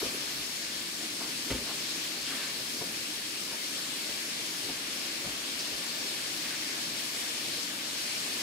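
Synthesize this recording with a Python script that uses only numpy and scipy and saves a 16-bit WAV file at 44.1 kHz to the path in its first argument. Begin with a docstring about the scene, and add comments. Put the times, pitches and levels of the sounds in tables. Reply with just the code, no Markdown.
"""A gas burner hisses and softly roars in a small home kitchen: flickering third-octave noise, plus room modes.
A plastic tub is grabbed off the wooden counter: noisy pushes ring damped modes, two hollow pops glide up.
Cloth rustles as the cook passes (grains in gliding bands); soft footsteps ring the modes of the floor.
A wavering mains sine lies below; feedback delays answer the cook's sounds."""
import sys
import numpy as np
from scipy import signal
from scipy.io import wavfile

SR = 44100
rng = np.random.default_rng(int(sys.argv[2]) if len(sys.argv) > 2 else 0)


def materialize(psi):
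    """Save the field psi as 16-bit PCM at rate SR to the path in sys.argv[1].

    A 1-D psi becomes a single channel; in a 2-D psi each row is a channel.
    """
    bounded = np.clip(np.atleast_2d(psi).T, -1, 1)
    quanta = np.round(bounded * 32767).astype(np.int16)
    wavfile.write(sys.argv[1], SR, quanta)


N = 371322


def from_db(db):
    """Decibels to amplitude gain."""
    return 10 ** (np.asarray(db) / 20)


def rms_one(x):
    """Scale to unit rms."""
    return x / np.sqrt(np.mean(x ** 2) + 1e-20)


def in_time(rows):
    """Interpolate each column of a time table to one value a sample."""
    time_s, *columns = np.transpose(rows)
    return [np.interp(np.arange(N) / SR, time_s, column) for column in columns]


def at_hz(points, hz):
    """Read a spectrum on a log-frequency axis."""
    points_hz, values = np.array(points).T
    return np.interp(np.log(hz), np.log(points_hz), values)


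def drift(rate_hz):
    """Slow random drift of unit rms: noise through a double one-pole low-pass."""
    step = 40   # samples per drawn value
    pole = np.exp(-2 * np.pi * rate_hz * step / SR)
    noise = rng.standard_normal(N // step + 2002)
    slow = signal.lfilter([1], [1, -2 * pole, pole ** 2], noise)[2000:]   # drop the run-in
    return np.interp(np.arange(N) / step, np.arange(len(slow)), rms_one(slow))


def ring(x, hz, t60_s):
    """Damped mode: a unit click starts a decaying sine of height 1."""
    r, w = from_db(-60 / (t60_s * SR)), 2 * np.pi * hz / SR
    return signal.lfilter([0, np.sin(w)], [1, -2 * r * np.cos(w), r * r], x + 1e-18)


def resonance(x, hz, width_hz):
    """Two-pole band-pass with unit peak gain."""
    r = np.exp(-np.pi * width_hz / SR)
    top = np.array([1, 0, -1]) * (1 - r * r) / 2
    return signal.lfilter(top, [1, -2 * r * np.cos(2 * np.pi * hz / SR), r * r], x)


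HUM_HZ, HUM_DB, HUM_LATER_DB = 61, -69, -76.5
HUM_FALLS_S, HUM_FALL_LENGTH_S = 1.45, .45   # the hum drops as the tub is lifted


def hum():
    """Mains sine whose level wavers and steps down."""
    t = np.arange(N) / SR
    level_db = np.interp(t, [HUM_FALLS_S, HUM_FALLS_S + HUM_FALL_LENGTH_S], [HUM_DB, HUM_LATER_DB])
    level = from_db(level_db + 4.7 * drift(6.5))
    return level * np.sqrt(2) * np.sin(2 * np.pi * HUM_HZ * t) * from_db([[1.5], [-1.5]])


KITCHEN_T60_S, WALL_CUT_HZ = 0.22, 4200


def kitchen(x):
    """Reverberation: eight feedback delays a side, duller on every round."""
    out, dull = np.zeros((2, N)), np.exp(-2 * np.pi * WALL_CUT_HZ / SR)
    lags = (rng.uniform(.012, .035, 16) * SR).astype(int)
    for k, lag in enumerate(lags):
        gain = from_db(-60 * lag / SR / KITCHEN_T60_S)
        loop, state = x + 1e-18, [0.]
        for i in range(lag, N, lag):   # one block per round trip
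            back, state = signal.lfilter([gain * (1 - dull)], [1, -dull], loop[i - lag:i], zi=state)
            loop[i:i + lag] += back[:N - i]
        out[k % 2] += (loop - x) * (-1) ** (k // 2)
    return out


def blows(events, modes):
    """Contacts: a short uneven push rings each mode; thump weights low modes, sharpness high ones."""
    out, t = np.zeros(N), np.arange(SR // 3) / SR
    for time_s, db, contact_ms, thump_db, sharp_db in events:
        swell = 1000 * t / contact_ms
        push = rng.standard_normal(len(t)) * np.sqrt(swell) * np.exp(-swell)
        at = round(time_s * SR)
        for hz, mode_db, t60_s in modes:
            weight_db = db + mode_db + thump_db * (hz < 150) + sharp_db * (hz > 600)
            rung = ring(resonance(push, hz, hz), hz, t60_s)   # only the push near the mode's pitch
            out[at:at + len(t)] += from_db(weight_db) * rung / np.abs(rung).max()
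    return out


# footfalls: (time [s], level [dB], contact time constant [ms], thump [dB], sharpness [dB])
FOOTFALLS = [(2.808, -39, 7.3, -16, -4), (3.51, -45.5, 12, -11, -1.5), (4.08, -45.5, 12, -5, -8),
             (4.63, -45, 27, -8, -12), (4.687, -43.5, 8, -2, -0.5), (5.236, -37.5, 22, -8, -9),
             (5.72, -51, 12, 4, -8)]
# floor modes: (frequency [Hz], level [dB], t60 [s])
FLOOR_MODES = [(52, -6, .15), (135, -4, 0.07), (199, -2, .07), (289, 1.5, 0.065), (351, 1.5, 0.087),
               (424, 2, 0.057), (530, -2.5, 0.073), (720, 5, 0.036), (905, 1, 0.056), (1160, -4, 0.032)]


def footsteps():
    """Soft soles push the floor modes."""
    return blows(FOOTFALLS, FLOOR_MODES)


# strokes of cloth and hand:
# (time [s], rise [s], fall [s], peak level [dB], start [Hz], end [Hz], breadth [octaves])
STROKES = [(1.18, .04, .08, -46.5, 1100, 1200, .95), (1.496, 0.0092, 0.089, -38.5, 2800, 2500, 0.76),
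           (1.66, .045, 0.032, -44, 900, 900, .75), (2.21, 0.073, .07, -40, 5500, 1300, 0.44),
           (2.29, .15, 0.092, -41.5, 1700, 3300, .9), (5.58, .027, .025, -38, 4550, 4600, 0.14),
           (6.43, 0.033, 0.031, -42, 2200, 2150, 0.21), (6.5, .04, .04, -44, 1800, 1600, .2)]
STROKE_EDGE_DB = -10.5   # stroke ends re peak, before the edge taper


def rustle():
    """Cloth friction: dense uneven grains through a gliding band; level rises and falls."""
    out, centres_hz = np.zeros(N), np.geomspace(400, 7000, 22)
    for time_s, rise_s, fall_s, db, start_hz, end_hz, octaves in STROKES:
        at, count = round(time_s * SR), round((rise_s + fall_s) * SR)
        edges_s, edges_db = [0, rise_s, rise_s + fall_s], [STROKE_EDGE_DB, 0, STROKE_EDGE_DB]
        level = from_db(db + np.interp(np.arange(count) / SR, edges_s, edges_db))
        grains = rng.standard_normal(count) * from_db(3.5 * rng.standard_normal(count))
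        glide_hz = np.geomspace(start_hz, end_hz, count)
        distance_octaves = np.log2(glide_hz / centres_hz[:, None])
        weights = np.exp(-(distance_octaves / octaves) ** 2)
        weights /= np.sqrt(np.sum(weights ** 2, axis=0))
        bands = [rms_one(resonance(grains, hz, 0.1 * hz)) for hz in centres_hz]
        stroke = level * np.sum(weights * bands, axis=0)
        out[at:at + count] += stroke * signal.windows.tukey(count, .2)
    return out


# hollow pops: (time [s], peak level [dB], start [Hz], end [Hz], length [s])
CAVITY_POPS = [(0.023, -29.5, 296, 510, .017), (0.136, -37.5, 292, 523, .02)]


def pops():
    """Closing cavity: one swelling tone that glides up."""
    out = np.zeros(N)
    for time_s, db, start_hz, end_hz, length_s in CAVITY_POPS:
        at, count = round(time_s * SR), round(length_s * SR)
        phase = 2 * np.pi * np.cumsum(np.linspace(start_hz, end_hz, count)) / SR
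        out[at:at + count] += from_db(db) * np.sin(phase) * signal.windows.tukey(count, .6)
    return out


# counter and tub contacts: (time [s], level [dB], contact time constant [ms], thump [dB], sharpness [dB])
TUB_KNOCKS = [(0.016, -40.5, 1.8, -4, 4), (0.04, -41.5, 12, -3, -1), (1.203, -48.5, 10, -10, 5),
              (1.498, -37.5, 2.5, 3, -2), (1.512, -35, 6.2, 2, -3), (1.543, -37.5, 6.2, -7, -10),
              (1.58, -44.5, 18, -1, -18)]
# counter modes: (frequency [Hz], level [dB], t60 [s])
COUNTER_MODES = [(62.5, -3, 0.11), (124, -1, 0.13), (190, -12, 0.088), (253, -6.5, 0.24), (270, 2.5, 0.073),
                 (336, 3, 0.062), (400, 4, 0.065), (497, 4, 0.039), (643, -2, 0.073), (905, -3, 0.061),
                 (1235, -1, 0.044), (2130, -2, .03), (2700, -22, .03), (3420, -22, .02)]


def knocks():
    """Tub and hand push the modes of the wooden counter."""
    return blows(TUB_KNOCKS, COUNTER_MODES)


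# stereo correlation of diffuse noise: (frequency [Hz], left-right likeness [0-1])
STEREO_LIKENESS = [(25, .9), (60, 0.77), (120, 0.95), (240, .98), (450, 1), (740, 0.62), (1220, 0.049),
                   (2000, 0.11), (3500, 0.043), (15000, 0)]
# stereo balance: (frequency [Hz], left over right [dB])
STEREO_LEAN = [(60, 10), (140, 3), (330, 1.5), (500, -2), (770, -3.5), (1170, -1.5), (1800, 1), (2700, 3),
               (6000, 5), (10000, 3), (15000, 0)]


def turbulence(spectrum, tilt_db, together_db, own_db, lag_s, direct):
    """Turbulent gas: flickering third-octave stereo noise; a direct share reaches the right late."""
    low_hz, high_hz = spectrum[0][0], spectrum[-1][0]
    edges_hz = low_hz * 2 ** np.arange(0, np.log2(high_hz / low_hz) + .3, 1 / 3)
    out, together, lag = 0, drift(1.6) + .5 * drift(9.2), round(lag_s * SR)
    white = rng.standard_normal((2, 3, N))   # neighbouring bands get unrelated noise
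    for k, (low, high) in enumerate(zip(edges_hz, edges_hz[1:])):
        band = signal.butter(2, [low, high], "band", fs=SR, output="sos")
        mid, side, beam = signal.sosfilt(band, white[k % 2])
        hz = np.sqrt(low * high)
        alike = at_hz(STEREO_LIKENESS, hz)
        diffuse = np.sqrt((1 + alike) / 2) * mid + np.sqrt((1 - alike) / 2) * side * [[1], [-1]]
        beam_pair = np.array([beam, np.roll(beam, lag)])
        pair = np.sqrt(1 - direct) * diffuse + np.sqrt(direct) * beam_pair
        flicker_db = together_db * together + own_db * drift(8.5)
        gain = from_db(at_hz(spectrum, hz) + tilt_db * np.log2(hz / 4000) + flicker_db)
        lean = from_db(at_hz(STEREO_LEAN, hz) / 2 * np.array([[1], [-1]]))
        out = out + gain * pair * lean
    return out / np.sqrt(np.mean(out.mean(axis=0) ** 2))


# jet noise spectrum: (frequency [Hz], relative density [dB per Hz])
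HISS_SPECTRUM = [(290, -16.5), (500, -6.5), (770, -9.5), (1100, -8.5), (1460, -5.5), (2100, -1.5),
                 (3000, -1), (4500, 0), (5600, -2), (6300, -5.5), (9000, -9), (12000, -11), (14000, -16.5),
                 (16000, -23)]
# flame noise spectrum: (frequency [Hz], relative density [dB per Hz])
ROAR_SPECTRUM = [(15, -68), (25, -36), (45, -16), (91, -17.5), (113, -10.5), (199, -3.5), (279, -2),
                 (461, -11), (598, -14), (813, -22), (1200, -10.5), (1560, -48), (2640, -120)]
# standing waves of the room: (frequency [Hz], width [Hz], relative level [dB])
STANDING_WAVES = [(116.7, 8.7, -7), (137.5, 4.2, -1), (174, 8.2, -2.5), (202.6, 4.6, -10),
                  (239.3, 13, -2.5), (275.7, 13.4, -3.5), (307, 12, 2.5), (334.5, 15, -1), (398.7, 8.7, 2),
                  (418, 14, -12)]
# jets, a little shaded while the cook is near: (time [s], hiss level [dB], tilt [dB per octave])
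JET_LEVELS = [(0, -36.5, 0), (0.9, -38, .5), (2.2, -37.5, 0.14), (3.2, -38.5, 0.5), (3.9, -37.5, 0.2),
              (5.6, -37.5, -.3), (6.4, -37, 0), (8.42, -37, 0)]
# low roar: (time [s], level [dB])
ROAR_LEVELS = [(0.2, -47), (0.31, -49), (0.86, -49), (1.48, -45.5), (2.08, -49), (2.85, -46.5), (3.29, -50),
               (3.52, -48.5), (7.53, -47.5), (8.03, -49), (8.42, -46)]
ROOM_RING_DB = 5.5   # standing waves re bare roar


def burner():
    """Jets hiss high; the flame roars low and excites the room's standing waves."""
    hiss_db, tilt_db = in_time(JET_LEVELS)
    roar_db, = in_time(ROAR_LEVELS)
    hiss = turbulence(HISS_SPECTRUM, tilt_db, 0.38, 0.92, lag_s=.00045, direct=0.17)
    roar = turbulence(ROAR_SPECTRUM, 0, 0.33, 0.47, lag_s=0, direct=0)
    waves = sum(from_db(db) * resonance(roar, hz, width_hz) for hz, width_hz, db in STANDING_WAVES)
    roar = roar + from_db(ROOM_RING_DB) * waves
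    return from_db(hiss_db) * hiss + from_db(roar_db) * rms_one(roar)


def scene():
    """Steady burner and hum, with the cook's movements in the room."""
    cook = footsteps() + rustle() + pops() + knocks()
    cook_pair = cook * from_db([[.7], [-.7]])
    return hum() + from_db(-16.0) * kitchen(cook) + cook_pair + burner()


def port(x, peaks):
    """Lift or dip the sound around each resonance in turn."""
    for hz, width_hz, db in peaks:
        x = x + (from_db(db) - 1) * resonance(x, hz, width_hz)
    return x


# left microphone port resonances: (frequency [Hz], width [Hz], gain [dB])
LEFT_COLOUR = [(610, 65, 4), (820, 110, 0.5), (1110, 89, 3.5), (1740, 76, 3), (1935, 160, -6.5),
               (3200, 450, 1), (3870, 650, -2), (5500, 400, 1), (5860, 400, -2.5), (7100, 300, -2.5),
               (7500, 500, 2.5), (8200, 600, 2.5), (12800, 900, 0)]
# right microphone port resonances: (frequency [Hz], width [Hz], gain [dB])
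RIGHT_COLOUR = [(1070, 230, 0), (1460, 120, -1), (1710, 100, 2), (2520, 200, -0.5), (3200, 760, -3),
                (4200, 720, 2.5), (5870, 400, -1.5), (7000, 400, 0.5), (7760, 1200, 0.5), (9740, 860, 3),
                (11100, 2000, 1)]
BASS_CUT_HZ, TOP_CUT_HZ = 35, 15750


def record(dry):
    """Port resonances colour each side; filters roll off deep bass and cut the top."""
    heard = np.array([port(dry[0], LEFT_COLOUR), port(dry[1], RIGHT_COLOUR)])
    high_pass = signal.butter(2, BASS_CUT_HZ, "high", fs=SR, output="sos")
    low_pass = signal.ellip(14, .5, 80, TOP_CUT_HZ, fs=SR, output="sos")
    return signal.sosfilt(low_pass, signal.sosfilt(high_pass, heard))


dry = scene()
out = record(dry)
materialize(out)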